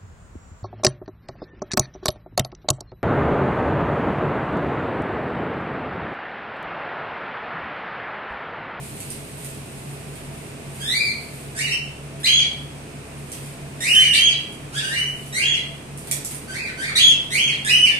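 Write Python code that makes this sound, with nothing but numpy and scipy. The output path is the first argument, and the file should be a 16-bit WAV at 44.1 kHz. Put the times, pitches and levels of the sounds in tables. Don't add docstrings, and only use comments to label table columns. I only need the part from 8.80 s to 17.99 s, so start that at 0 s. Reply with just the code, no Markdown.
import sys
import numpy as np
from scipy import signal
from scipy.fft import rfft, irfft, next_fast_len
from scipy.io import wavfile
from scipy.ndimage import uniform_filter1d

SR = 44100
rng = np.random.default_rng(int(sys.argv[2]) if len(sys.argv) > 2 else 0)


def decibels_to_gain(level_db):
    exponent = np.asarray(level_db, float) / 20
    return 10 ** exponent


def waveform_to_disk(signal):
    frames = np.transpose(np.atleast_2d(signal))
    scaled = np.clip(frames, -1, 1) * 32767
    samples = np.round(scaled).astype(np.int16)
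    wavfile.write(sys.argv[1], SR, samples)


N = 405279
PORT_GAP_S = 20 / 44100
SNAP = signal.butter(2, [5000, 13500], "bandpass", fs=SR, output="sos")
BODY = signal.butter(2, [2000, 6000], "bandpass", fs=SR, output="sos")


def curve(points, hz):
    f, value = np.transpose(points)
    return np.interp(np.log(hz + 1), np.log(f), value)


def level(x, db):
    return x * decibels_to_gain(db) / np.sqrt(np.mean(x ** 2))


def walk(rate, size):
    hold = max(int(SR / rate), 1)
    steps = np.repeat(rng.standard_normal(size // hold + 1), hold)
    return 1.373 * uniform_filter1d(uniform_filter1d(steps, hold), hold)[:size]


def add(out, x, s):
    i = int(s * SR)
    out[..., i:i + x.shape[-1]] += x[..., :max(N - i, 0)]


def diffuse(size, lead_s=0.0):
    hz = np.fft.rfftfreq(size, 1 / SR)
    a, b = rfft(rng.standard_normal((2, size)))
    alike = np.sinc(2 * hz * PORT_GAP_S)
    alike = alike * (1 - np.exp(-hz / 28.0))
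    left = a * np.exp(-2j * np.pi * hz * lead_s)
    return hz, np.array([left, alike * a + np.sqrt(1 - alike ** 2) * b])


# frequency in Hz, density in dB per Hz.
AIR = [(13, -51.5), (22, -9), (38, -16), (51, -15), (70, -25), (103, -5), (124, -8), (142, -4.5), (171, -8),
       (264, -8.5), (1530, -23.5), (2620, -27.5), (6400, -33), (8850, -37.5), (14000, -43.5)]
# frequency in Hz, width in Hz, lift in dB.
AIR_LIFTS = [(666, 21, 7), (2500, 810, 7.5)]
# frequency in Hz, width in Hz, level in dB.
HUM = [(70.8, 7.6, -49.5), (139.3, 3.23, -42.5), (144.8, 2.78, -45), (228, 12.4, -54), (417, 8.12, -53)]


def fan():
    size = next_fast_len(N)
    hz, spec = diffuse(size, lead_s=0.00023)
    lift_db = sum(db / (1 + (2 * (hz - f) / width) ** 2) for f, width, db in AIR_LIFTS)
    air = level(irfft(spec * decibels_to_gain(curve(AIR, hz) + lift_db), size)[:, :N], -39)
    motor = 0
    for f, width, db in HUM:
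        phase = 2 * np.pi * np.cumsum(f + 0.2967 * width * walk(4, N)) / SR
        motor = motor + level(np.sin(phase) * decibels_to_gain(2.2 * walk(8, N)), db)
    left_motor = np.roll(motor, int(PORT_GAP_S * SR))
    return air * decibels_to_gain(0.5 * walk(0.81, N)) + np.array([left_motor, motor])


# frequency in Hz, time to fall 60 dB in seconds.
ROOM_T60 = [(1500, 0.58), (2500, 0.56), (3400, 0.5), (4600, 0.52), (6500, 0.38), (9000, 0.26),
            (13000, 0.31)]


def room(x, lag_s, wet_db=0.0, gap_s=0.0045, build_s=0.0056):
    size = SR
    hz, spec = diffuse(size)
    t = np.arange(size) / SR
    wash = 0
    for k, (_, t60) in enumerate(ROOM_T60):
        share = curve([(f, float(j == k)) for j, (f, _) in enumerate(ROOM_T60)], hz)
        wash = wash + irfft(spec * share, size) * decibels_to_gain(-60 * t / t60)
    near_walls = 1 + 0.27 * np.exp(-t / 0.098)
    wash = wash * np.clip((t - gap_s) / build_s, 0, 1) * near_walls
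    wash = wash * decibels_to_gain(wet_db) / np.sqrt(np.sum(wash ** 2) / 2)
    wash[0, int(max(lag_s, 0) * SR)] += 1
    wash[1, int(max(-lag_s, 0) * SR)] += 1
    return signal.fftconvolve(x[None], wash, axes=1)


# start in seconds, length in seconds, level in dB.
BOUTS = [(0.0, .3, -42.5), (0.606, .06, -42), (2.01, .1, -39.5), (2.416, .2, -46.5), (3.4, .05, -59),
         (4.53, .06, -45), (4.98, .05, -51.5), (6.347, 0.18, -48.5), (7.243, .25, -45.5)]


def stir_db():
    t = np.arange(N) / SR
    db = np.maximum(-43.5 - 4.5 * t, -56.5)
    for s, length, bout_db in BOUTS:
        swell = 78 * (s - t)
        calm = 37.5 * (t - s - length)
        db = np.maximum(db, bout_db - np.maximum(np.maximum(swell, calm), 0))
    return db


def feathers():
    out = 0
    stir = decibels_to_gain(stir_db())
    for perch in range(4):
        grains = rng.standard_normal(N) * decibels_to_gain(2.5 * rng.exponential(size=N) + 2.5 * walk(40, N))
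        grains = level(signal.sosfilt(SNAP, grains), -17.5) + level(signal.sosfilt(BODY, grains), -20.5)
        out = out + room(grains * stir, lag_s=PORT_GAP_S * perch / 3, wet_db=9.5)
    return out[:, :N]


# time in seconds, peak in dB, body minus tick in dB.
TICKS = [(0.203, -28.5, -10.5), (0.3025, -26.5, -18), (0.6457, -28.5, -14.5), (1.355, -36.5, -7),
         (1.5763, -41, -6), (3.4012, -35.5, -9), (4.3779, -40, -11), (4.5177, -28, -26), (4.5266, -32, -5),
         (4.6598, -38, -10), (5.7222, -38.5, -16), (6.3644, -49, -7), (6.463, -36, -18), (7.175, -33, -32),
         (7.272, -30, -8), (7.3125, -12, -12), (7.3234, -43.5, -24), (7.4478, -21, -44),
         (7.511, -27, -11.5), (7.5462, -28.5, -15)]


def wire_ticks():
    dry, t = np.zeros(N), np.arange(600) / SR
    for s, db, body_db in TICKS:
        burst = rng.standard_normal(600) * t / 0.0015 * np.exp(-t / 0.0013)
        tick = signal.sosfilt(SNAP, burst) + decibels_to_gain(body_db + 9.5) * signal.sosfilt(BODY, burst)
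        add(dry, decibels_to_gain(db + 7.5) * tick, s - 0.0005)
    return room(dry, lag_s=PORT_GAP_S, wet_db=6.5, gap_s=0.00062)[:, :N]


def whistle(table, flutter_db=0.5, fall_db=-3.5, rasp_db=-5.0, rattle_db=-0.5):
    s, *columns = np.transpose(table)
    t = s[0] + np.arange(int(0.36 * SR)) / SR
    size = len(t)
    hz, effort_db, second_db, high_db = (uniform_filter1d(np.interp(t, s, c), size=130) for c in columns)
    slide = np.clip(np.abs(np.gradient(np.log(hz))) * SR / 12, 0, 1)
    jitter = (0.005 + 0.04 * slide) * walk(400, size) + 0.005 * walk(90, size)
    phase = 2 * np.pi * np.cumsum(hz * (1 + jitter)) / SR
    tone = np.sin(phase) * decibels_to_gain(3 * slide * walk(600, size))
    tone += decibels_to_gain(second_db + (1.5 + 2.5 * slide) * walk(600, size)) * np.sin(2 * phase)
    for k in range(3, 9):
        partial_db = high_db + fall_db * (k - 2) + 2.9 * walk(700, size)
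        tone += decibels_to_gain(partial_db) * np.sin(k * phase) * (k * hz < 15000)
    breath_band = signal.butter(2, [4500, 11000], "bandpass", fs=SR, output="sos")
    breath = signal.sosfilt(breath_band, rng.standard_normal(size))
    tone += decibels_to_gain(high_db + rasp_db) * breath * (1 + np.cos(phase))
    rattle_band = signal.butter(3, [1500, 3200], "bandpass", fs=SR, output="sos")
    rattle = signal.sosfilt(rattle_band, rng.standard_normal(size))
    tone += (decibels_to_gain(high_db + rattle_db) + decibels_to_gain(-21)) * rattle
    edges = np.clip(np.minimum(t - s[0], s[-1] - t) / 0.00077, 0, 1)
    return np.sqrt(2) * tone * edges * decibels_to_gain(effort_db + flutter_db * walk(149.5, size))


# pitch in Hz, level over the note in dB.
SECOND = [(1500, -6), (1800, 9), (2100, -2.5), (2400, -10.5), (3000, -20.5), (3400, -15.5)]
# pitch in Hz, level over the note in dB.
HIGH = [(1500, -2), (1800, -2.5), (2100, -7), (2400, -18.5), (3000, -20.5), (3400, -36)]


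def voiced(tune, second_db=0.0, high_db=0.0):
    s, hz = np.array(tune)[:, :2].T
    tight_hz, slack_hz = 2980, 2060
    slack = np.clip((tight_hz - hz) / (tight_hz - slack_hz), 0, 1)
    tire_db = -6.5 * (s - s[0]) / (s[-1] - s[0])
    return np.column_stack([tune, curve(SECOND, hz) + second_db * slack, curve(HIGH, hz) + high_db + tire_db])


# time in seconds, pitch in Hz, effort in dB.
NASAL = [(2.0, 1548, -40), (2.02, 1680, -41.5), (2.08, 1813, -36.5), (2.125, 2016, -31),
         (2.15, 2267, -23.5), (2.21, 2416, -25.5), (2.26, 2295, -26.5), (2.31, 2020, -38)]
DOUBLE = [(2.75, 1442, -42.5), (2.79, 1997, -25), (2.83, 2890, -29), (2.85, 2850, -26), (2.87, 1930, -31),
          (2.89, 1880, -35.5), (2.925, 3015, -16), (2.955, 3130, -63)]
LONG = [(5.005, 1775, -29.5), (5.05, 2188, -25), (5.1, 2856, -15), (5.15, 3064, -15), (5.21, 3084, -15),
        (5.28, 2883, -19.5), (5.33, 2833, -18.5), (5.35, 2693, -15)]
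UNDER = [(5.15, 1916, -19.5), (5.17, 1606, -36), (5.2, 2030, -23.5), (5.225, 2400, -20.5),
         (5.25, 1890, -33), (5.29, 1770, -45)]
CRACKED = [(5.925, 1287, -43), (5.95, 1556, -35), (5.985, 1860, -32), (6.0, 2743, -32.5), (6.05, 2900, -34),
           (6.08, 2780, -33)]
PIPED = [(6.16, 2820, -21.5), (6.18, 2943, -21), (6.22, 3050, -26), (6.285, 2898, -31)]
LOUD = [(8.153, 1780, -38), (8.16, 2020, -21), (8.175, 2147, -23.5), (8.185, 2605, -19.5),
        (8.197, 3184, -13.5), (8.22, 3447, -11.5), (8.27, 3250, -11.5), (8.295, 2995, -21),
        (8.315, 2500, -23)]
FALLING = [(8.848, 1663, -25.5), (8.87, 1833, -30.5), (8.89, 2232, -17), (8.907, 2840, -12),
           (8.97, 3057, -20.5), (9.04, 2977, -13), (9.07, 2270, -21), (9.1, 1762, -38.5), (9.16, 1708, -38)]
# tune, its second partial in dB, its higher partials in dB.
TUNES = [(NASAL, 4.1, 0.9), (LONG, -8, 0.833), (PIPED, -1, -1.4), (DOUBLE, -8.5, 0.5),
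         (UNDER, -7.5, -0.3), (CRACKED, 2.273, 0.88), (FALLING, -7, -1.9), (LOUD, 7.7, 4.7)]


def tuned_calls():
    return [voiced(*tune) for tune in TUNES]


# start in seconds, climb in seconds, hold in seconds, top in Hz, effort in dB.
SHARP = [(3.432, .028, .105, 3400, -15), (5.328, .022, .11, 3300, -15)]
DRAWN = [(6.525, .088, .095, 3410, -21), (8.505, .068, .08, 3320, -18.5)]
# place of the top from 0 to 1, start in Hz, break in Hz; start, mid-climb, break,
# drop and end effort in dB under the hold; second and higher partials in dB.
SHARP_MANNER = (0.9, 1595, 2249.5, -24, -9.5, -4, -10, -29, 5, 2)
DRAWN_MANNER = (0.6, 1851, 2498.5, -13.5, -2, -2, -6, -16, -5, 0.4)


def shriek(row, manner):
    s, climb, hold, top, db = row
    place, start_hz, break_hz, start, mid, brk, drop, end, second_db, high_db = manner
    jump_s, drop_s, tail_s = 0.018, 0.016, 0.035
    lengths = [0, climb / 2, climb / 2, jump_s, place * hold, (1 - place) * hold, drop_s, tail_s]
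    hz = [start_hz, (start_hz + break_hz) / 2, break_hz, 0.93 * top, top, 0.95 * top, 2454, 1891]
    effort_db = db + np.array([start, mid, brk, 0, 0, 0, drop, end])
    return voiced(np.transpose([s + np.cumsum(lengths), hz, effort_db]), second_db, high_db)


# start in seconds, rise in seconds, sag in seconds, top in Hz, effort in dB.
CHIRPS = [(6.02, 0.15, 0.015, 2388, -27), (6.561, .12, 0.013, 2224, -35.5), (7.681, .11, 0.1, 2573, -30.5),
          (7.975, 0.082, 0.045, 2414, -27.5)]


def chirp(s, rise, sag, top, db):
    times = s + np.array([0, 0.45 * rise, 0.72 * rise, rise, rise + 0.65 * sag, rise + sag])
    dwell_hz = 1518
    hz = [dwell_hz, 1.07 * dwell_hz, 0.82 * top, top, 0.87 * top, 0.54 * top]
    effort_db = db + np.array([-6, -6, 0, -1, -1, -6])
    return voiced(np.transpose([times, hz, effort_db]), second_db=-8, high_db=-3.5)


def birds():
    out = np.zeros((2, N))
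    calls = tuned_calls()
    calls += [shriek(row, SHARP_MANNER) for row in SHARP]
    calls += [shriek(row, DRAWN_MANNER) for row in DRAWN]
    calls += [chirp(*row) for row in CHIRPS]
    for table in calls:
        lag_s = rng.uniform(0.39, 1) * PORT_GAP_S
        add(out, decibels_to_gain(-6.5) * room(whistle(table), lag_s=lag_s, wet_db=7.0), table[0][0])
    return out


def scene():
    return fan() + feathers() + wire_ticks() + birds()


def mask(x, near_db=-10, slope_db=-6.5, far_db=-46):
    spec = signal.stft(x, nperseg=2048)[2]
    power = np.sum(np.abs(spec[:, :1024]) ** 2, axis=0)
    bands = 10 * np.log10(power.reshape(64, 16, -1).mean(axis=1) + 1e-20)
    hide = np.tile(bands.max(axis=0) + far_db, (64, 1))
    for k in range(1, 4):
        hide[k:] = np.maximum(hide[k:], bands[:-k] + near_db + slope_db * k)
    keep = (bands > hide) | (np.arange(64)[:, None] < 7)
    spec[:, :1024] *= np.repeat(keep, 16, axis=0)
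    return signal.istft(spec, nperseg=2048)[1][:, :N]


def band_limit(x):
    return signal.sosfilt(signal.butter(12, 14300, fs=SR, output="sos"), x)


# resonance in Hz, width in Hz, lift in dB, top octave in dB.
PORTS = [(10770, 2250, 8, -0.5), (8700, 2330, 15, -5)]


def record(dry):
    size = next_fast_len(N)
    hz = np.fft.rfftfreq(size, 1 / SR)
    lift = np.array([decibels_to_gain(db / (1 + (2 * (hz - f) / width) ** 2) + top_db * np.clip(hz / 3000 - 3, 0, 1))
                     for f, width, db, top_db in PORTS])
    wet = np.tanh(irfft(rfft(dry, size) * lift, size))
    mix = mask(irfft(rfft(wet) * (hz < 14300), size))
    return band_limit(mix)


dry = scene()
out = record(dry)
waveform_to_disk(out)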